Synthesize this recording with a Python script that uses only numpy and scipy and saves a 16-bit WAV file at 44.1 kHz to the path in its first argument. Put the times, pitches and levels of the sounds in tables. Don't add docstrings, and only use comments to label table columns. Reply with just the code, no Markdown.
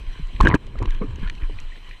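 import sys
import numpy as np
from scipy import signal
from scipy.fft import rfft, irfft, next_fast_len
from scipy.io import wavfile
from scipy.ndimage import uniform_filter1d, map_coordinates

SR = 44100
rng = np.random.default_rng(int(sys.argv[2]) if len(sys.argv) > 2 else 0)


def unload_wav(signal):
    wavfile.write(
        sys.argv[1],
        SR,
        np.round(np.clip(np.atleast_2d(signal).T, -1, 1) * 32767).astype(np.int16),
    )


def how_loud(loudness_db):
    steps = np.asarray(loudness_db, float) / 20
    return 10 ** steps


N = 88200
T = np.arange(N) / SR

# (time [s], peak [dB], sway frequency [Hz], T60 [s])
SHOVES = [(.012, -24.5, 34.8, 0.4), (.072, -17, 26.5, 0.26), (.225, -14.5, 27.8, 0.3), (.345, -19, 35, 0.6),
          (.385, -19, 23, 0.052), (.408, 1.5, 39, 0.1), (.441, -2, 39, 0.1), (.776, -16.5, 38.3, 0.53),
          (.872, -10, 23.3, 0.58), (1.212, -13, 13.3, 0.36), (1.257, -9.5, 25.6, 0.2),
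          (1.375, -22, 26.7, 0.6), (1.425, -9.5, 26.8, 0.36), (1.555, -17, 18, 0.35), (1.63, -24, 24, 0.42),
          (1.82, -35.5, 23, 0.29)]
# (time [s], level [dB])
GRIP_PRESSURE = [(0, -40.5), (.13, -51.5), (.3, -55), (.39, -35), (.43, -17), (.47, -14), (.53, -24),
                 (.555, -13.5), (.575, -41.5), (.74, -39.5), (.83, -31), (.9, -42.5), (.995, -39),
                 (1.025, -36), (1.27, -37), (1.33, -42), (1.5, -45.5), (2, -68)]
# (frequency [Hz], density [dB per Hz])
RUB_SPECTRUM = [(24, -86), (40, -6), (118, -1.5), (165, -9), (386, -16), (650, -30.5), (712, -35),
                (900, -31), (1170, -27), (1980, -120)]
# (frequency [Hz], width [Hz], level [dB])
SHELL_MODES = [(980, 122, -5.5), (1674, 144, -8.5), (2400, 204, -15), (3030, 320, -23.5), (3950, 79, -25)]
# (frequency [Hz], density [dB per Hz])
HISS_SPECTRUM = [(70, -2), (200, -9), (700, -15), (1000, -16), (3200, -15), (4400, -26), (5000, -27.5),
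                 (15000, -44.5)]
# (frequency [Hz], width [Hz], height [dB])
HISS_PEAKS = [(1030, 85, 9.5), (1940, 290, 5), (2450, 167, 4), (3030, 185, 8.5), (4074, 140, 12.5),
              (5940, 140, 5), (8100, 500, 7.5)]
# (start [s], length [s], level [dB])
SCRAPES = [
    (0.106, 0.12, -51),
    (0.847, 0.16, -48),
    (1.01, 0.033, -47),
    (1.202, 0.09, -44),
    (1.39, 0.08, -49),
]
# (time [s], peak [dB], frequency [Hz], T60 [s])
THUMPS = [(.159, -28.5, 308, 0.01), (.16, -34, 89, 0.075), (.187, -41.5, 410, 0.053),
          (.195, -24, 152, 0.088), (.3985, -4.5, 106, 0.022), (.404, -13.5, 378, 0.035),
          (.426, -3, 117, 0.033), (.432, -23, 200, 0.0083), (.4365, -3, 192, 0.035),
          (.4465, -25, 305, 0.015), (.4505, -13, 348, 0.06), (.4595, 1.5, 300, 0.0083),
          (.4695, -7, 323, 0.03), (.479, -4, 320, 0.014), (.491, -2, 258, 0.0083), (.5438, 7.5, 290, 0.012),
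          (.5465, -5.5, 110, 0.02), (.551, -8, 306, 0.034), (.675, -36, 575, 0.013),
          (.754, -28, 557, 0.014), (.803, -24.5, 405, 0.06), (.807, -28, 496, 0.019),
          (.812, -14, 98.4, 0.17), (.819, -19, 330, 0.035), (.832, -30, 344, .025),
          (.854, -21.5, 307, 0.024), (.876, -29, 307, 0.038), (1.008, -31.5, 436, 0.14),
          (1.0135, -16, 198, 0.067), (1.016, -27, 479, 0.066), (1.0235, -24.5, 423, 0.087),
          (1.04, -20.5, 278, 0.055), (1.075, -25, 110, 0.19), (1.115, -24.5, 70, 0.5), (1.16, -32, 55, 0.3),
          (1.105, -34, 260, 0.04), (1.183, -27.5, 298, 0.022), (1.19, -28.5, 109, 0.15),
          (1.229, -19.5, 170, 0.054), (1.385, -37, 177, 0.022), (1.43, -35, 294, 0.062),
          (1.496, -26.5, 415, 0.021), (1.505, -37, 298, 0.11), (1.53, -31, 89.2, 0.243)]
# (time [s], dull part [dB], bright part [dB])
TICKS = [(0.271, -62, -46), (.362, -33.5, -63), (0.404, -22, -35.5), (0.4087, -27, -20.5),
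         (0.424, -50, -37), (0.431, -32, -37), (.4365, -50, -40), (0.4503, -29, -33), (.4635, -49, -47),
         (0.4709, -21.5, -43), (0.476, -47, -36), (0.482, -34, -31), (0.487, -33, -28), (.500, -28, -75),
         (0.5123, -35, -62), (0.521, -35, -76), (0.5415, -21.5, -43), (0.5441, -37, -26),
         (0.55, -38, -28.5), (0.667, -43, -45), (0.788, -35.5, -40), (0.826, -35, -36.5),
         (0.8561, -29.5, -41), (0.906, -33, -39), (.947, -39.5, -43.5), (1.158, -39.5, -43),
         (1.196, -45, -49.5), (1.2745, -33, -50), (1.284, -34, -53), (1.2974, -25.5, -34.5),
         (1.351, -43, -47), (1.5868, -36.5, -73), (1.601, -44, -36), (1.892, -66, -46)]
# (frequency [Hz], density [dB per Hz])
TICK_DULL_SPECTRUM = [(1300, -2), (2000, 8.5), (3200, 5), (4400, -2), (5500, -49)]
# (frequency [Hz], density [dB per Hz])
TICK_BRIGHT_SPECTRUM = [(3600, 0.5), (5000, -6.5), (6300, -3.5), (8200, -9.5), (11000, -20), (13500, -32),
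                        (15500, -42)]
# (time [s], peak [dB], frequency [Hz], T60 [s])
KNOCKS = [(.403, -1, 1000, 0.023), (.4078, 7, 1058, 0.013), (.418, -25, 1770, 0.026),
          (.432, -24, 990, 0.021), (.4445, -22, 1600, 0.033), (.449, -22, 1630, .02),
          (.449, -15, 960, 0.022), (.4555, -21, 2870, 0.016), (.4563, -4.5, 1576, 0.015),
          (.4595, -11, 1570, 0.011), (.4705, 2, 1620, 0.021), (.4715, -13, 2920, 0.0091),
          (.479, -25, 1620, .02), (.4885, -10, 1045, 0.014), (.49, -20.5, 2480, 0.013),
          (.501, -24, 2160, 0.011), (.5125, -15.5, 1990, 0.017), (.5235, -13, 1940, 0.012),
          (.548, -3.5, 1093, 0.01), (.500, -8, 1000, 0.015), (.5125, -10, 1026, 0.017),
          (.5215, -7, 1050, 0.012), (.5285, -8, 1000, 0.015), (.5345, -18, 1050, 0.027),
          (.5408, -0.5, 1610, 0.012), (.5575, -21, 1000, .022), (.755, -26.5, 1260, 0.014),
          (.787, -29, 1960, 0.012), (.803, -31, 1060, 0.014), (.809, -43, 1150, 0.018),
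          (.816, -25, 1077, 0.027), (.822, -12.5, 1000, 0.011), (.832, -11.5, 980, 0.01),
          (.854, -18.5, 1056, 0.017), (.876, -22.5, 1050, 0.012), (1.0135, -30, 1130, 0.02),
          (1.019, -20.5, 1100, 0.02), (1.019, -39.5, 2200, 0.042), (1.028, -26.5, 1135, 0.027),
          (1.035, -32, 1214, 0.024), (1.105, -39.5, 980, .04), (1.245, -41, 2130, .05),
          (1.262, -37.5, 1430, 0.084), (1.272, -31.5, 1000, 0.033), (1.274, -32, 1750, 0.04),
          (1.2985, -22, 3250, 0.0075), (1.298, -20, 1896, 0.012), (1.381, -36, 2600, 0.019),
          (1.42, -37.5, 1920, 0.028), (1.434, -31, 2400, 0.015), (1.497, -35, 980, 0.029),
          (1.587, -36.5, 1960, 0.02), (1.719, -39, 1890, 0.059), (1.758, -33, 1810, 0.014),
          (1.911, -26.5, 1920, 0.01),
          (0.4117, -17, 3100, 0.0089), (0.4721, -21.5, 3720, .012), (.481, -27.5, 2930, 0.027),
         (0.5417, -22.5, 2976, 0.016), (1.2982, -26.5, 2400, 0.012), (1.299, -33.5, 4250, .012),
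         (1.5867, -29.5, 2450, 0.017), (1.731, -36, 2030, 0.018), (1.911, -30.5, 2380, 0.015)]

SLOSH_DB, SLOSH_FADE_DB_PER_S = -31, 2
SLOSH_HZ, SLOSH_WIDTH_HZ = 24.4, 11
RUB_DB, RUB_LUMPS_DB = -2, 2.5
CREAK_DB, CREAK_DB_PER_PRESSURE_DB = -12, 1.36
CREAK_GRAINS_PER_S, SHELL_TOP_HZ = 1800, 4380
HISS_DB, HISS_PATCHES_DB = -49, 2.5
DUCK_DB, DUCK_START_S, DUCK_HOLD_END_S, DUCK_RECOVERY_S = -7.5, .41, .56, 0.44
DULL_T60_S, BRIGHT_T60_S, TICK_RISE_S = 0.019, 0.011, 0.00077
FAR_TICKS_PER_S, FAR_DB, FAR_BRIGHT_DB, FAR_SPREAD_DB = 30, -55, -11, 2.5
THUMP_ROUGHNESS, KNOCK_ROUGHNESS = .15, .22
SHOVE_RISE_CYCLES, THUMP_RISE_CYCLES, KNOCK_RISE_CYCLES = 0.13, 0.29, 1.73
LOW_CUT_HZ, LIMIT, KNEE = 10, .92, 6


def unit(x):
    return x / np.sqrt(np.mean(x ** 2) + 1e-20)


def along(points, hz):
    f, db = np.transpose(points)
    return how_loud(np.interp(np.log(hz + 1), np.log(f + 1), db, left=-120, right=-120))


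def wobble(knots_per_s):
    knots = rng.standard_normal(int(N * knots_per_s / SR) + 4)
    return map_coordinates(knots, [T * knots_per_s])


def filtered(x, response):
    m = next_fast_len(N + SR // 2)
    hz = np.fft.rfftfreq(m, 1 / SR)
    return irfft(rfft(x, m) * response(hz), m)[..., :N]


def resonances(modes):
    def response(f):
        total = 0
        for k, (center, width, db) in enumerate(modes):
            damping = 1j * f * width
            total = total + (-1) ** k * how_loud(db) * damping / (center * center - f * f + damping)
        return total
    return response


def noise(response):
    return unit(filtered(rng.standard_normal(N), response))


def after(start_s, t60_s, rise_s):
    t = np.maximum(T - start_s, 0)
    return how_loud(-60 * t / t60_s) * (1 - np.exp(-(t / rise_s) ** 2))


def rings(rows, rise_cycles):
    out = np.zeros(N)
    for start_s, db, hz, t60_s in rows:
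        span = slice(int(start_s * SR), int((start_s + 2 * t60_s) * SR))
        t = np.maximum(T[span] - start_s, 0)
        rise = 1 - np.exp(-(t * hz / rise_cycles) ** 2)
        out[span] += how_loud(db - 60 * t / t60_s) * rise * np.sin(2 * np.pi * hz * t)
    return out


def sway():
    mode = resonances([(SLOSH_HZ, SLOSH_WIDTH_HZ, 0)])
    slosh = noise(lambda f: mode(f) ** 2)
    return rings(SHOVES, SHOVE_RISE_CYCLES) + how_loud(SLOSH_DB - SLOSH_FADE_DB_PER_S * T) * slosh


def grip():
    pressure_db = np.interp(T, *np.transpose(GRIP_PRESSURE))
    rub = unit(how_loud(RUB_LUMPS_DB * wobble(40.78)) * noise(lambda f: along(RUB_SPECTRUM, f)))

    slips = rng.random(N) < CREAK_GRAINS_PER_S / SR
    grains = slips * rng.standard_normal(N) * how_loud(2.4 * wobble(62.0))
    friction = grains + 0.021 * rng.standard_normal(N)
    shell = resonances(SHELL_MODES)
    creak = unit(filtered(friction, lambda f: shell(f) / (1 + (f / SHELL_TOP_HZ) ** 8)))

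    top_db = pressure_db.max()
    creak_db = top_db + CREAK_DB_PER_PRESSURE_DB * (pressure_db - top_db) + CREAK_DB
    return how_loud(pressure_db + RUB_DB) * rub + how_loud(creak_db) * creak


def hiss():
    def response(f):
        peaks_db = sum(db / (1 + ((f - center) / width) ** 2) for center, width, db in HISS_PEAKS)
        return along(HISS_SPECTRUM, f) * how_loud(peaks_db)

    z = signal.stft(noise(response), nperseg=512)[2]
    patches = uniform_filter1d(rng.standard_normal(z.shape), 6, 0)
    patches = unit(uniform_filter1d(patches, 8, 1))
    water = unit(signal.istft(z * how_loud(HISS_PATCHES_DB * patches), nperseg=512)[1][:N])
    recovery = np.exp(-np.maximum(T - DUCK_HOLD_END_S, 0) / DUCK_RECOVERY_S)
    duck_db = DUCK_DB * (T > DUCK_START_S) * recovery
    return how_loud(HISS_DB + duck_db + wobble(25.07)) * water


def scrapes():
    swell = np.zeros(N)
    for start_s, length_s, db in SCRAPES:
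        swell += how_loud(db) * np.sin(np.pi * np.clip((T - start_s) / length_s, 0, 1))
    modes = [(1000, 68, 8.5), (1620, 150, 7.0), (2370, 160, 3.5), (3130, 230, 0.0)]  # Hz, width Hz, dB
    return swell * how_loud(2.5 * wobble(100)) * noise(resonances(modes))


def thumps():
    return (1 + THUMP_ROUGHNESS * wobble(250)) * rings(THUMPS, THUMP_RISE_CYCLES)


def ticks():
    dull = noise(lambda f: along(TICK_DULL_SPECTRUM, f))
    bright = noise(lambda f: along(TICK_BRIGHT_SPECTRUM, f))
    far = []
    for u, v, w in rng.random((2 * round(FAR_TICKS_PER_S), 3)):
        dull_db = FAR_DB - FAR_SPREAD_DB * np.log(v)
        bright_db = FAR_DB + FAR_BRIGHT_DB - FAR_SPREAD_DB * np.log(w)
        far.append((2 * u, dull_db, bright_db))

    out = np.zeros(N)
    for start_s, dull_db, bright_db in [*TICKS, *far]:
        out += after(start_s, DULL_T60_S, TICK_RISE_S) * how_loud(dull_db) * dull
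        out += after(start_s, BRIGHT_T60_S, TICK_RISE_S) * how_loud(bright_db) * bright
    return out


def knocks():
    return (1 + KNOCK_ROUGHNESS * wobble(900)) * rings(KNOCKS, KNOCK_RISE_CYCLES)


def scene():
    return (sway() + grip() + hiss() + scrapes() + thumps() + ticks() + knocks())[None]


def band_limit(x):
    return signal.sosfilt(signal.butter(12, 15800, fs=SR, output="sos"), x)


def record(dry):
    x = filtered(dry, lambda f: 1j * f / (LOW_CUT_HZ + 1j * f))
    limited = x / (1 + np.abs(x / LIMIT) ** KNEE) ** (1 / KNEE)
    return band_limit(limited)


dry = scene()
out = record(dry)
unload_wav(out)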